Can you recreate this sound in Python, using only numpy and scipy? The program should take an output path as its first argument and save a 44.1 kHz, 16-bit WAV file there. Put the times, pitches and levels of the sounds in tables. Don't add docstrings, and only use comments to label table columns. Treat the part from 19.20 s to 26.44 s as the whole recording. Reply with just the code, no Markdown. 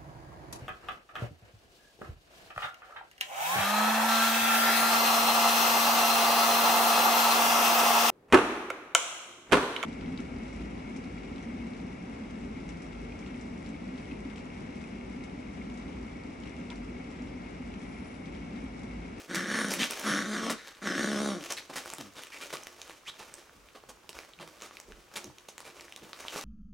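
import sys
import numpy as np
from scipy import signal
from scipy.io import wavfile
from scipy.ndimage import uniform_filter1d

SR = 44100
rng = np.random.default_rng(int(sys.argv[2]) if len(sys.argv) > 2 else 0)


def generate_wav(signal):
    frames = np.transpose(np.atleast_2d(signal))
    scaled = np.clip(frames, -1, 1) * 32767
    pcm = np.round(scaled).astype(np.int16)
    wavfile.write(sys.argv[1], SR, pcm)


N = 319284
TIME_S = np.arange(N) / SR
BINS_HZ = np.fft.rfftfreq(4096, 1 / SR)

# t/s, effort/dB, pitch/Hz, roughness/1, mouth resonance/Hz
GROWL_COURSES = [
    [(0.075, -59, 149.9, .4, 1510), (0.1, -42, 160, .5, 1520), (0.17, -35, 190.8, .78, 1640),
     (0.25, -40, 184.3, 0.65, 1600), (0.33, -35, 213.2, .8, 1645), (0.41, -34.5, 225.6, 0.81, 1500),
     (0.48, -37.5, 207.8, 0.39, 1530), (0.57, -48, 173, 0.45, 1680)],
    [(0.56, -46, 174.9, .55, 1780), (0.622, -28.5, 220, .6, 2100), (0.66, -63, 210, 1.1, 2000)],
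    [(0.825, -47, 184.7, .7, 1500), (0.872, -31.5, 222, 0.76, 1410), (0.99, -34, 200.2, 0.76, 1620),
     (1.05, -39.5, 199.6, 0.59, 1540), (1.11, -35.5, 213.5, 0.17, 1500), (1.16, -35.5, 205.5, 0.76, 1570),
     (1.215, -38.5, 209.2, 0.5, 1400), (1.25, -33.5, 229.8, 0.57, 1070), (1.335, -39.5, 214, 0.46, 1382),
     (1.37, -59, 205, 0.7, 1424)],
    [(1.612, -46.5, 195.5, 0.7, 1500), (1.67, -34.5, 195, .76, 1500), (1.73, -37, 189.1, .7, 1610),
     (1.81, -33.5, 216.1, .68, 1610), (1.9, -34, 208.5, 0.21, 1580), (1.97, -34, 210, 0.29, 1396),
     (2.1, -34, 208.1, 0.19, 1330), (2.19, -44, 155, 0.12, 1410), (2.25, -60, 123.6, 0, 1643)],
]
# rattle depth/1, throat buzz/dB, rasp/dB, whistle start/dB, whistle end/dB,
# whistle start f/Hz, whistle end f/Hz; levels re effort, before the shifts below
GROWL_VOICINGS = [(.45, -7, -1.5, -23, -10.5, 9880, 9180), (.5, -11, -6.5, -27, -32, 9300, 8900),
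                  (.5, -8.5, -2, -15, -32, 10900, 8100), (.65, -5, -2, -27, -17, 8600, 10100)]
# f/Hz, level/dB
CHEST_SPECTRUM = [(50, -37), (70, -19.5), (105, -17), (145, -7.5), (210, 2.5), (305, 6), (370, -7),
                  (500, -12), (900, -58), (4000, -88)]
BUZZ_SPECTRUM = [(200, -36), (330, 3.5), (430, -2.5), (570, 3), (740, -2.5), (860, -10.5), (1100, -1.5),
                 (2000, -33), (8000, -82)]
RASP_SPECTRUM = [(400, -39), (850, -9), (1100, 2), (1500, -3), (2050, 2), (2400, -5), (2800, -19),
                 (5000, -39), (12000, -72)]
HISS_SPECTRUM = [(1500, -35), (2600, -0.5), (3400, -1.5), (5000, 1.5), (7000, -0.5), (9000, 1.5),
                 (11000, 0.5), (16000, -11.5)]
# centre f/Hz, width of each of two stages/Hz, level/dB
MUZZLE_RESONANCES = [(3490, 1400, 6), (4340, 1240, -0.5), (5500, 1040, 5.5), (6290, 670, 0.5),
                     (8060, 580, -2)]
# t/s, level/dB, pitch/Hz
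GRUNTS = [
    [(2.777, -70, 172), (2.792, -41.5, 153.5), (2.812, -51, 126), (2.835, -53, 106.6), (2.88, -53, 98),
     (2.915, -66, 88)],
    [(5.175, -69, 183.6), (5.205, -48.5, 166.6), (5.24, -57, 157.5), (5.29, -60, 156)],
]
# f/Hz, level/dB
NOSE_SPECTRUM = [(60, -16), (100, -4), (150, -6), (230, 2), (310, -0.5), (420, -19), (600, -13), (900, -40),
                 (1250, -9), (2000, -40)]
# t/s, level/dB
HUFF_COURSE = [(1.34, -62), (1.38, -49), (1.45, -54), (1.52, -59), (1.58, -74)]
# t/s, length/s, rub level/dB, muffled drag level/dB before DRAG_TRIM_DB
SLIDES = [(-0.03, 0.027, -51, -51.5), (0.479, 0.14, -40.5, -47.5), (0.568, 0.076, -38, -49),
          (0.684, 0.15, -42, -44.5), (1.377, 0.13, -55.5, -61.5), (2.189, 0.14, -49.5, -53.5),
          (2.515, 0.18, -50, -52), (2.756, 0.04, -54, -55.5), (2.946, 0.083, -51.5, -56.5),
          (3.129, 0.25, -51, -53), (3.446, 0.078, -59, -59.5), (3.566, 0.14, -55.5, -59),
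          (3.847, 0.04, -57, -65), (3.943, 0.24, -57, -58), (4.93, 0.045, -54.5, -54.5),
          (5.2, 0.11, -59.5, -58), (5.392, 0.074, -56.5, -62), (5.532, 0.058, -64, -64),
          (5.692, 0.1, -65.5, -64.5), (5.904, 0.12, -58.5, -56), (6.38, 0.076, -57.5, -58),
          (6.542, 0.1, -55.5, -56.5), (6.752, 0.29, -62.5, -59), (6.948, 0.26, -51.5, -56),
          (7.108, 0.084, -45.5, -48)]
# f/Hz, level/dB
CLOTH_SPECTRUM = [(500, -13.5), (1200, 6), (1700, 3), (2400, 4), (4300, -3.5), (6200, -0.5), (7600, -6),
                  (10000, -10), (13000, -12.5), (16000, -28.5)]
DRAG_SPECTRUM = [(80, -36.5), (200, -6), (330, 3.5), (450, 0.5), (620, 3), (850, -2.5), (1150, 0),
                 (1500, -6.5), (2500, -19.5)]
# t/s, length/s, level/dB before SCUFF_TRIM_DB, ring f/Hz, bass/dB, treble/dB
SCUFFS = [(0.146, 0.0059, -29, 2230, -8, -1), (0.502, 0.038, -36, 5060, 4, 3.5),
          (0.596, 0.048, -31.5, 3130, -10.5, -10), (1.299, 0.0097, -29, 435, 3, 0),
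          (2.302, 0.021, -35, 5650, 1, -4.5), (2.367, 0.018, -39, 4040, -12, -8),
          (2.495, 0.011, -40.5, 614, 9.5, -5), (2.556, 0.028, -35.5, 1920, -1.5, -2.5),
          (2.965, 0.027, -45, 3580, 2, -5), (3.21, 0.025, -40.5, 2430, -4, -5.5),
          (3.326, 0.014, -35, 1140, 3, -4), (3.988, 0.046, -49, 1320, 0, -6.5),
          (4.548, 0.017, -47.5, 1100, 5.5, -9), (4.688, 0.012, -45, 1020, 3.5, 0.5),
          (4.892, 0.004, -48, 2770, 19, 16), (5.197, 0.034, -45, 570, 4.5, -9),
          (5.42, 0.042, -47.5, 1330, 2.5, -4), (5.956, 0.019, -35.5, 2290, -2.5, -1.5),
          (6.283, 0.011, -47.5, 6360, -7, 3), (6.445, 0.039, -48, 2400, 2, -4),
          (7.159, 0.028, -40.5, 1217, 2.5, 1)]
# t/s, energy/dB, ring f/Hz, bass/dB, treble/dB
TICKS = [(0.485, -13.5, 1790, -4, -3), (0.5174, -9, 5540, 7, 3), (0.5384, -7, 2340, -21, 1),
         (0.616, -7, 2270, -16, -22), (0.6325, -2, 2710, -21, -20), (0.7093, -9, 5440, -2, 13),
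         (0.7968, -14.5, 1630, 1, 2), (1.138, -21, 4860, -12, 6), (1.2983, -6.5, 1970, -4, -10),
         (1.4744, -20.5, 3720, -2, -3), (2.2396, -17.5, 6460, -27, -9), (2.306, -12.5, 6100, -9, 0),
         (2.3232, -8, 5460, -14, 11), (2.659, -15, 1480, 3, -2), (2.7021, -16, 1165, 3, 2),
         (2.7365, -12, 2300, -4, 7.5), (2.7839, -17.5, 1420, 6, -11), (3.036, -17.5, 3060, -1, -3),
         (3.355, -15.5, 1190, 1, -1), (3.3702, -18.5, 2300, -6, -4), (3.4352, -21.5, 6040, -6, 10),
         (3.4703, -16, 2050, -1.5, 0), (3.617, -17, 6470, -15, -2), (3.6969, -19.5, 3240, 6, -10),
         (4.1403, -18.5, 7200, -12, 8), (4.4874, -31, 2390, -12, -25), (4.6376, -26, 1270, 16, -19),
         (4.8927, -16, 2900, 3, 3.5), (4.93, -25.5, 5370, -4, -13), (4.989, -16, 2390, -3.5, -8),
         (5.1355, -26.5, 3280, -29, -27), (5.1892, -25.5, 2550, -8, -22), (5.4213, -17, 6370, 0, -4.5),
         (5.5104, -23, 1170, -2, -14), (5.57, -19.5, 2400, -16, -9), (5.6009, -20, 2450, -4.5, -1.5),
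         (5.7215, -23.5, 1540, -1, -17), (5.9399, -27, 1440, 0, -6), (5.961, -14, 3500, -16, -15),
         (6.0436, -18, 6150, -1, -4), (6.1844, -24, 5950, -14, -8), (6.2876, -19, 6300, 5, -13),
         (6.3808, -17, 970, -5, 1.5), (6.4045, -20, 1060, -1, -4), (6.6094, -21.5, 4770, -1, -5),
         (6.724, -19, 2700, -4.5, -10), (6.7624, -18, 3660, -1.5, -1), (6.932, -15, 1150, -3, -11),
         (7.0062, -23, 6500, 9, 14), (7.0829, -10.5, 3020, -10.5, -6), (7.1607, -10, 1380, 6, -14),
         (7.212, -16.5, 3560, -4, 0)]
# t/s, level/dB, thread rate f/Hz
ZIPS = [
    [(2.37, -56, 2220), (2.379, -40, 2400), (2.388, -52, 2520), (2.396, -62, 2500)],
    [(3.12, -47, 2090), (3.137, -44.5, 2200), (3.155, -51, 2270), (3.175, -44, 2310)],
    [(3.85, -64, 1500), (3.868, -46, 2200), (3.878, -41, 2720), (3.885, -38, 3320), (3.897, -42, 3730),
     (3.91, -58, 3900)],
]
# t/s at half height, length at half height/s, level/dB, f/Hz
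BUMPS = [(4.352, 0.12, -65, 39.2), (4.356, .04, -62.5, 170), (4.64, 0.099, -65, 45),
         (4.66, 0.039, -66, 122), (4.928, 0.073, -63, 44.5), (5.683, 0.043, -52.5, 314),
         (5.685, 0.13, -55, 33.7), (5.769, 0.047, -61, 201), (6.039, 0.044, -49.5, 270),
         (6.061, 0.053, -57.5, 102), (6.817, 0.042, -50.5, 274)]
# f/Hz, t60/s
ROOM_DECAY = [(150, 0.28), (500, 0.31), (2000, 0.29), (6000, 0.4), (14000, 0.15)]
# delay/s, gain re direct sound/1
ECHOES = [(.0031, -0.18), (.0068, 0.012), (0.0116, 0.21), (0.0142, 0.19)]
# t/s, left minus right/dB
PAN_COURSE = [(0.0, 0.0), (2.08, 0.5), (2.5, -0.5), (3.3, -.1), (3.8, -1.6), (7.24, -0.5)]
# f/Hz, level/dB
AIR_SPECTRUM = [(15, -30), (25, -6), (64, 0.5), (141, -6.5), (476, -2.5), (677, -10), (1260, -5),
                (1940, -10), (2350, -9), (4370, -15), (6210, -15), (14800, -26.5), (16000, -25)]

CHEST_DB, HISS_DB = -1, -7
CHEST_ROUGH_DB, RASP_ROUGH_DB, HISS_ROUGH_DB = -3.5, 12, 5.5
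HISS_GROWTH, USUAL_EFFORT_DB = 0.17, -36.5
BUZZ_DB_PER_OCTAVE, USUAL_MOUTH_HZ = -10, 1500
WHISTLE_BEND, WHISTLE_DB_PER_OCTAVE, USUAL_PITCH_HZ = 0.073, 30, 210
RATTLE_FROM_DB, RATTLE_RANGE_DB = -49.5, 13
SLIDE_RISE_S, SLIDE_FALL_S = 0.021, 0.087
FUR_DB, FUR_DRAG_DB = -74.5, -67.5
DRAG_TRIM_DB, SCUFF_TRIM_DB = 0.5, -0.5
AIR_DB = -62.5
EDGE_HZ = 16000


def amp(db):
    return 10 ** (np.asarray(db) / 20)


def unit(x):
    return x / np.sqrt(np.mean(x ** 2) + 1e-20)


def steady(x, size=2200):
    return x / np.sqrt(abs(uniform_filter1d(x ** 2, size)) + 1e-12)


def read(points, hz=BINS_HZ):
    f, value = np.transpose(points)
    return np.interp(np.log(hz + 1), np.log(f + 1), value)


def follow(rows, t):
    s, *columns = np.transpose(rows)
    return [np.interp(t, s, column) for column in columns]


def add(mix, start_s, sound):
    part = mix[max(round(start_s * SR), 0):][:len(sound)]
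    part += sound[:len(part)]


def impulse(db):
    log_gain = np.log(amp(np.maximum(db, -100)))
    both_sides = np.r_[log_gain, log_gain[-2:0:-1]]
    response = np.fft.ifft(np.exp(np.conj(signal.hilbert(both_sides)))).real[:2048]
    return response / np.linalg.norm(response)


def colour(x, db):
    return signal.fftconvolve(x, impulse(db))[:len(x)]


def resonate(x, hz, width_hz):
    turn = np.exp(2j * np.pi * np.cumsum(hz * np.ones(len(x))) / SR)
    pole = np.exp(-np.pi * width_hz / SR)
    return 2 * (turn * signal.lfilter([1 - pole], [1, -pole], x / turn + 1e-18)).real


def ring(x, hz, width_hz):
    return resonate(resonate(x, hz, width_hz), hz, width_hz)


def wander(count, size):
    noise = rng.standard_normal(count)
    return unit(uniform_filter1d(uniform_filter1d(noise, size), size))


def random_clicks(count, per_s, spread_db, limit):
    size = amp(spread_db * np.minimum(rng.exponential(1, count), limit))
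    return size * (rng.random(count) < per_s / SR)


def grains(count, per_s, spread_db, smooth):
    clicks = random_clicks(count, per_s, spread_db, limit=4) * rng.standard_normal(count)
    return unit(unit(clicks) + smooth * rng.standard_normal(count))


def larynx(t, hz, rough, rattle, jitter=0.17, shimmer=0.51, slip=0.6, snap=0.5,
           puff_cycles=0.82, leak=0.12, chest_share=0.6):
    speed = np.maximum(1 + jitter * rough * wander(len(t), size=200), 0.3)
    turns = np.cumsum(hz * speed) / SR
    cycle = turns.astype(int)
    stray, push = np.clip(rng.standard_normal((cycle[-1] + 1, 2)), -2, 2)[cycle].T
    closure = np.diff(cycle, prepend=0)
    slow_turns = np.cumsum(closure * (1 + slip * rough ** 2 * stray)) / 3 + 1 / 6
    weak = slow_turns % 1 > 1 / 3
    size = (1 - np.clip(rattle, 0, 0.95) * weak) * np.exp(shimmer * rough * push)
    noise = rng.standard_normal(len(t))
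    puffs = (leak + size ** snap * np.exp(-(turns % 1) / puff_cycles)) * noise
    return unit(closure * size), unit(closure * size ** chest_share), unit(puffs), noise


def growl(rows, voicing, hiss_air=0.048, mouth_width_hz=600, mouth_gain=1.64, stretch=0.043, lips=0.049,
          whistle_width_hz=900, teeth_db=-17):
    t = np.arange(rows[0][0], rows[-1][0], 1 / SR)
    effort_db, pitch_hz, rough, mouth_hz = follow(rows, t)
    rattle, buzz_db, rasp_db, first_db, last_db, first_hz, last_hz = voicing
    whistle_db = np.linspace(first_db, last_db, len(t))
    whistle_hz = np.linspace(first_hz, last_hz, len(t))
    rattle_now = rattle * np.clip((effort_db - RATTLE_FROM_DB) / RATTLE_RANGE_DB, 0, 1)
    pulses, even_pulses, puffs, noise = larynx(t, pitch_hz, rough, rattle_now)

    chest = colour(even_pulses + rough * puffs, read(CHEST_SPECTRUM))
    buzz = colour(pulses + rough * puffs, read(BUZZ_SPECTRUM))
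    rasp = colour(pulses + np.sqrt(abs(rough)) * puffs, read(RASP_SPECTRUM))
    rasp = rasp + mouth_gain * ring(rasp, mouth_hz, mouth_width_hz)

    jet = puffs + hiss_air * noise
    shape = (mouth_hz / np.mean(mouth_hz)) ** stretch * (1 + lips * wander(len(t), size=3500))
    eddies = jet * rng.choice([-1., 1.], len(t))
    muzzle = sum(amp(db) * ring(jet, hz * shape, width_hz) for hz, width_hz, db in MUZZLE_RESONANCES)
    hiss = colour(muzzle + amp(teeth_db) * eddies, read(HISS_SPECTRUM))

    strain, harsh = pitch_hz / USUAL_PITCH_HZ, rough - 0.5
    whistle = ring(eddies, whistle_hz * strain ** WHISTLE_BEND, whistle_width_hz)
    hiss_growth_db = HISS_GROWTH * (effort_db - USUAL_EFFORT_DB)
    parts = [(CHEST_DB + CHEST_ROUGH_DB * harsh, chest),
             (buzz_db + BUZZ_DB_PER_OCTAVE * np.log2(mouth_hz / USUAL_MOUTH_HZ), buzz),
             (rasp_db + RASP_ROUGH_DB * harsh, rasp),
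             (HISS_DB + HISS_ROUGH_DB * harsh + hiss_growth_db, hiss),
             (whistle_db + WHISTLE_DB_PER_OCTAVE * np.log2(strain), whistle)]
    voice = sum(amp(effort_db + db) * steady(part) for db, part in parts)
    return t[0], voice * signal.windows.tukey(len(t), 0.04)


def grunt(rows, jitter=0.014, shimmer_db=2.0):
    t = np.arange(rows[0][0], rows[-1][0], 1 / SR)
    db, hz = follow(rows, t)
    turns = np.cumsum(hz * (1 + jitter * wander(len(t), size=200))) / SR
    tone = sum(amp(read(NOSE_SPECTRUM, k * hz)) * np.sin(2 * np.pi * (k * turns + rng.random()))
               for k in range(1, 14))
    level = amp(db + shimmer_db * wander(len(t), size=200))
    return t[0], level * steady(tone) * signal.windows.tukey(len(t), 0.05)


def huff(mouth_hz=1750, width_hz=900, nose_hz=3600, nose_share=0.51):
    t = np.arange(HUFF_COURSE[0][0], HUFF_COURSE[-1][0], 1 / SR)
    db, = follow(HUFF_COURSE, t)
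    noise = rng.standard_normal(len(t))
    breath = ring(noise, mouth_hz, width_hz) + nose_share * ring(noise, nose_hz, width_hz)
    return t[0], amp(db) * unit(breath)


def sliding():
    power = amp([[FUR_DB], [FUR_DRAG_DB]]) ** 2 * np.ones(N)
    for start_s, length_s, rub_db, drag_db in SLIDES:
        rise = np.clip((TIME_S - start_s) / SLIDE_RISE_S, 0, 1)
        fall = np.exp(-np.clip((TIME_S - start_s - length_s) / SLIDE_FALL_S, 0, 20))
        power += (amp([[rub_db], [drag_db]]) * rise * fall) ** 2
    return np.sqrt(power)


def rub(rubbing, dragging, flutter_db=3.0):
    fibres = grains(N, per_s=1800, spread_db=4.0, smooth=0.95) * amp(flutter_db * wander(N, size=400))
    bright = rubbing * unit(colour(fibres, read(CLOTH_SPECTRUM)))
    muffled = dragging * unit(colour(fibres, read(DRAG_SPECTRUM)))
    return bright + amp(DRAG_TRIM_DB) * muffled


def contact(ring_hz, bass_db, treble_db, ring_db, octaves):
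    base = [(60, bass_db - 14.5), (200, bass_db - 0.5), (400, bass_db + 6), (1000, bass_db + 3.5),
            (1900, 1), (4000, -0.74), (6200, treble_db), (10000, treble_db - 4.5), (15500, treble_db - 16)]
    distance = np.log2((BINS_HZ + 1) / ring_hz) / octaves
    return read(base) + ring_db * np.exp(-distance ** 2)


def scuff(start_s, length_s, db, ring_hz, bass_db, treble_db, rise_s=0.0026, fall_s=0.012, tail_s=0.1):
    t = np.arange(int((length_s + tail_s) * SR)) / SR
    stroke = np.minimum(t / rise_s, 1) * np.exp(-np.maximum(t - length_s, 0) / fall_s)
    fibres = grains(len(t), per_s=2500, spread_db=0.0, smooth=0.39)
    sound = colour(fibres, contact(ring_hz, bass_db, treble_db, ring_db=6.5, octaves=0.14))
    return start_s, amp(db + SCUFF_TRIM_DB) * stroke * steady(sound, size=700)


def tick(start_s, db, ring_hz, bass_db, treble_db, crumble=0.42, crumble_s=0.00035):
    t = np.arange(1500) / SR
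    snap = (t == 0) + crumble * np.exp(-t / crumble_s) * rng.standard_normal(len(t))
    sound = colour(snap, contact(ring_hz, bass_db, treble_db, ring_db=8.5, octaves=0.27))
    return start_s, amp(db) * sound / np.linalg.norm(sound)


def claw_zip(rows, spread=0.3, overtone=0.15, scrape=0.46):
    t = np.arange(rows[0][0], rows[-1][0], 1 / SR)
    db, hz = follow(rows, t)
    noise, fibres = rng.standard_normal((2, len(t)))
    width_hz = spread * np.mean(hz)
    note = unit(ring(noise, hz, width_hz)) + overtone * unit(ring(noise, 2 * hz, 2 * width_hz))
    scraping = scrape * colour(fibres, read(CLOTH_SPECTRUM))
    return t[0], amp(db) * steady(note + scraping, size=400)


def crackle(rubbing, per_s=70, spread_db=5.0, level_db=-28, share=0.57, cycles=1.0, count=20):
    t = np.arange(600) / SR
    sound = np.zeros(N)
    for hz in np.geomspace(900, 7000, count):
        clicks = random_clicks(N, per_s / count, spread_db, limit=3)
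        pop = np.sin(2 * np.pi * hz * t) * np.exp(-hz * t / cycles)
        sound += signal.oaconvolve(clicks, pop)[:N]
    return amp(level_db) * rubbing ** share * unit(sound)


def bump(half_s, length_s, db, hz):
    noise = rng.standard_normal(int(2 * length_s * SR))
    push = unit(ring(noise, hz, hz))
    return half_s - length_s / 2, amp(db) * push * signal.windows.hann(len(push))


def room(x, wet_db=-10, side_db=-15, onset_s=0.0023):
    t = np.arange(SR // 2) / SR
    signs = rng.choice([-1., 1.], (2, len(t)))
    taps = signs * (rng.random((2, len(t))) < 3000 / SR) * np.minimum(t / onset_s, 1)
    hz, when_s, bands = signal.stft(taps, SR, nperseg=256)
    decay = amp(-60 * when_s / read(ROOM_DECAY, hz)[:, None])
    tails = signal.istft(bands * decay, SR, nperseg=256)[1]
    mid, side = tails / np.linalg.norm(tails, axis=1, keepdims=True) * amp([[wet_db], [side_db]])
    mid[0] += 1
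    for delay_s, gain in ECHOES:
        mid[round(delay_s * SR)] += gain
    responses = np.array([mid + side, mid - side]) / np.linalg.norm(mid)
    return signal.fftconvolve(x[None], responses, axes=1)[:, :N]


def still_air(apart_share=0.64, mono_below_hz=150):
    common, apart = (unit(colour(rng.standard_normal(N), read(AIR_SPECTRUM))) for _ in range(2))
    high_pass = signal.butter(1, mono_below_hz, "high", fs=SR, output="sos")
    apart = signal.sosfilt(high_pass, apart)
    return amp(AIR_DB) * (common + apart_share * np.array([apart, -apart]))


def scene():
    rubbing, dragging = sliding()
    dry = rub(rubbing, dragging) + crackle(rubbing)
    sounds = [growl(rows, voicing) for rows, voicing in zip(GROWL_COURSES, GROWL_VOICINGS)]
    sounds += [grunt(rows) for rows in GRUNTS]
    sounds += [huff()]
    sounds += [claw_zip(rows) for rows in ZIPS]
    sounds += [scuff(*row) for row in SCUFFS]
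    sounds += [tick(*row) for row in TICKS]
    sounds += [bump(*row) for row in BUMPS]
    for start_s, sound in sounds:
        add(dry, start_s, sound)
    pan_db, = follow(PAN_COURSE, TIME_S)
    return room(dry) * amp(np.array([pan_db, -pan_db]) / 2) + still_air()


def record(dry):
    low_pass = signal.firwin(511, EDGE_HZ, window=("kaiser", 9), fs=SR)
    return signal.oaconvolve(dry, low_pass[None], "same")


dry = scene()
out = record(dry)
generate_wav(out)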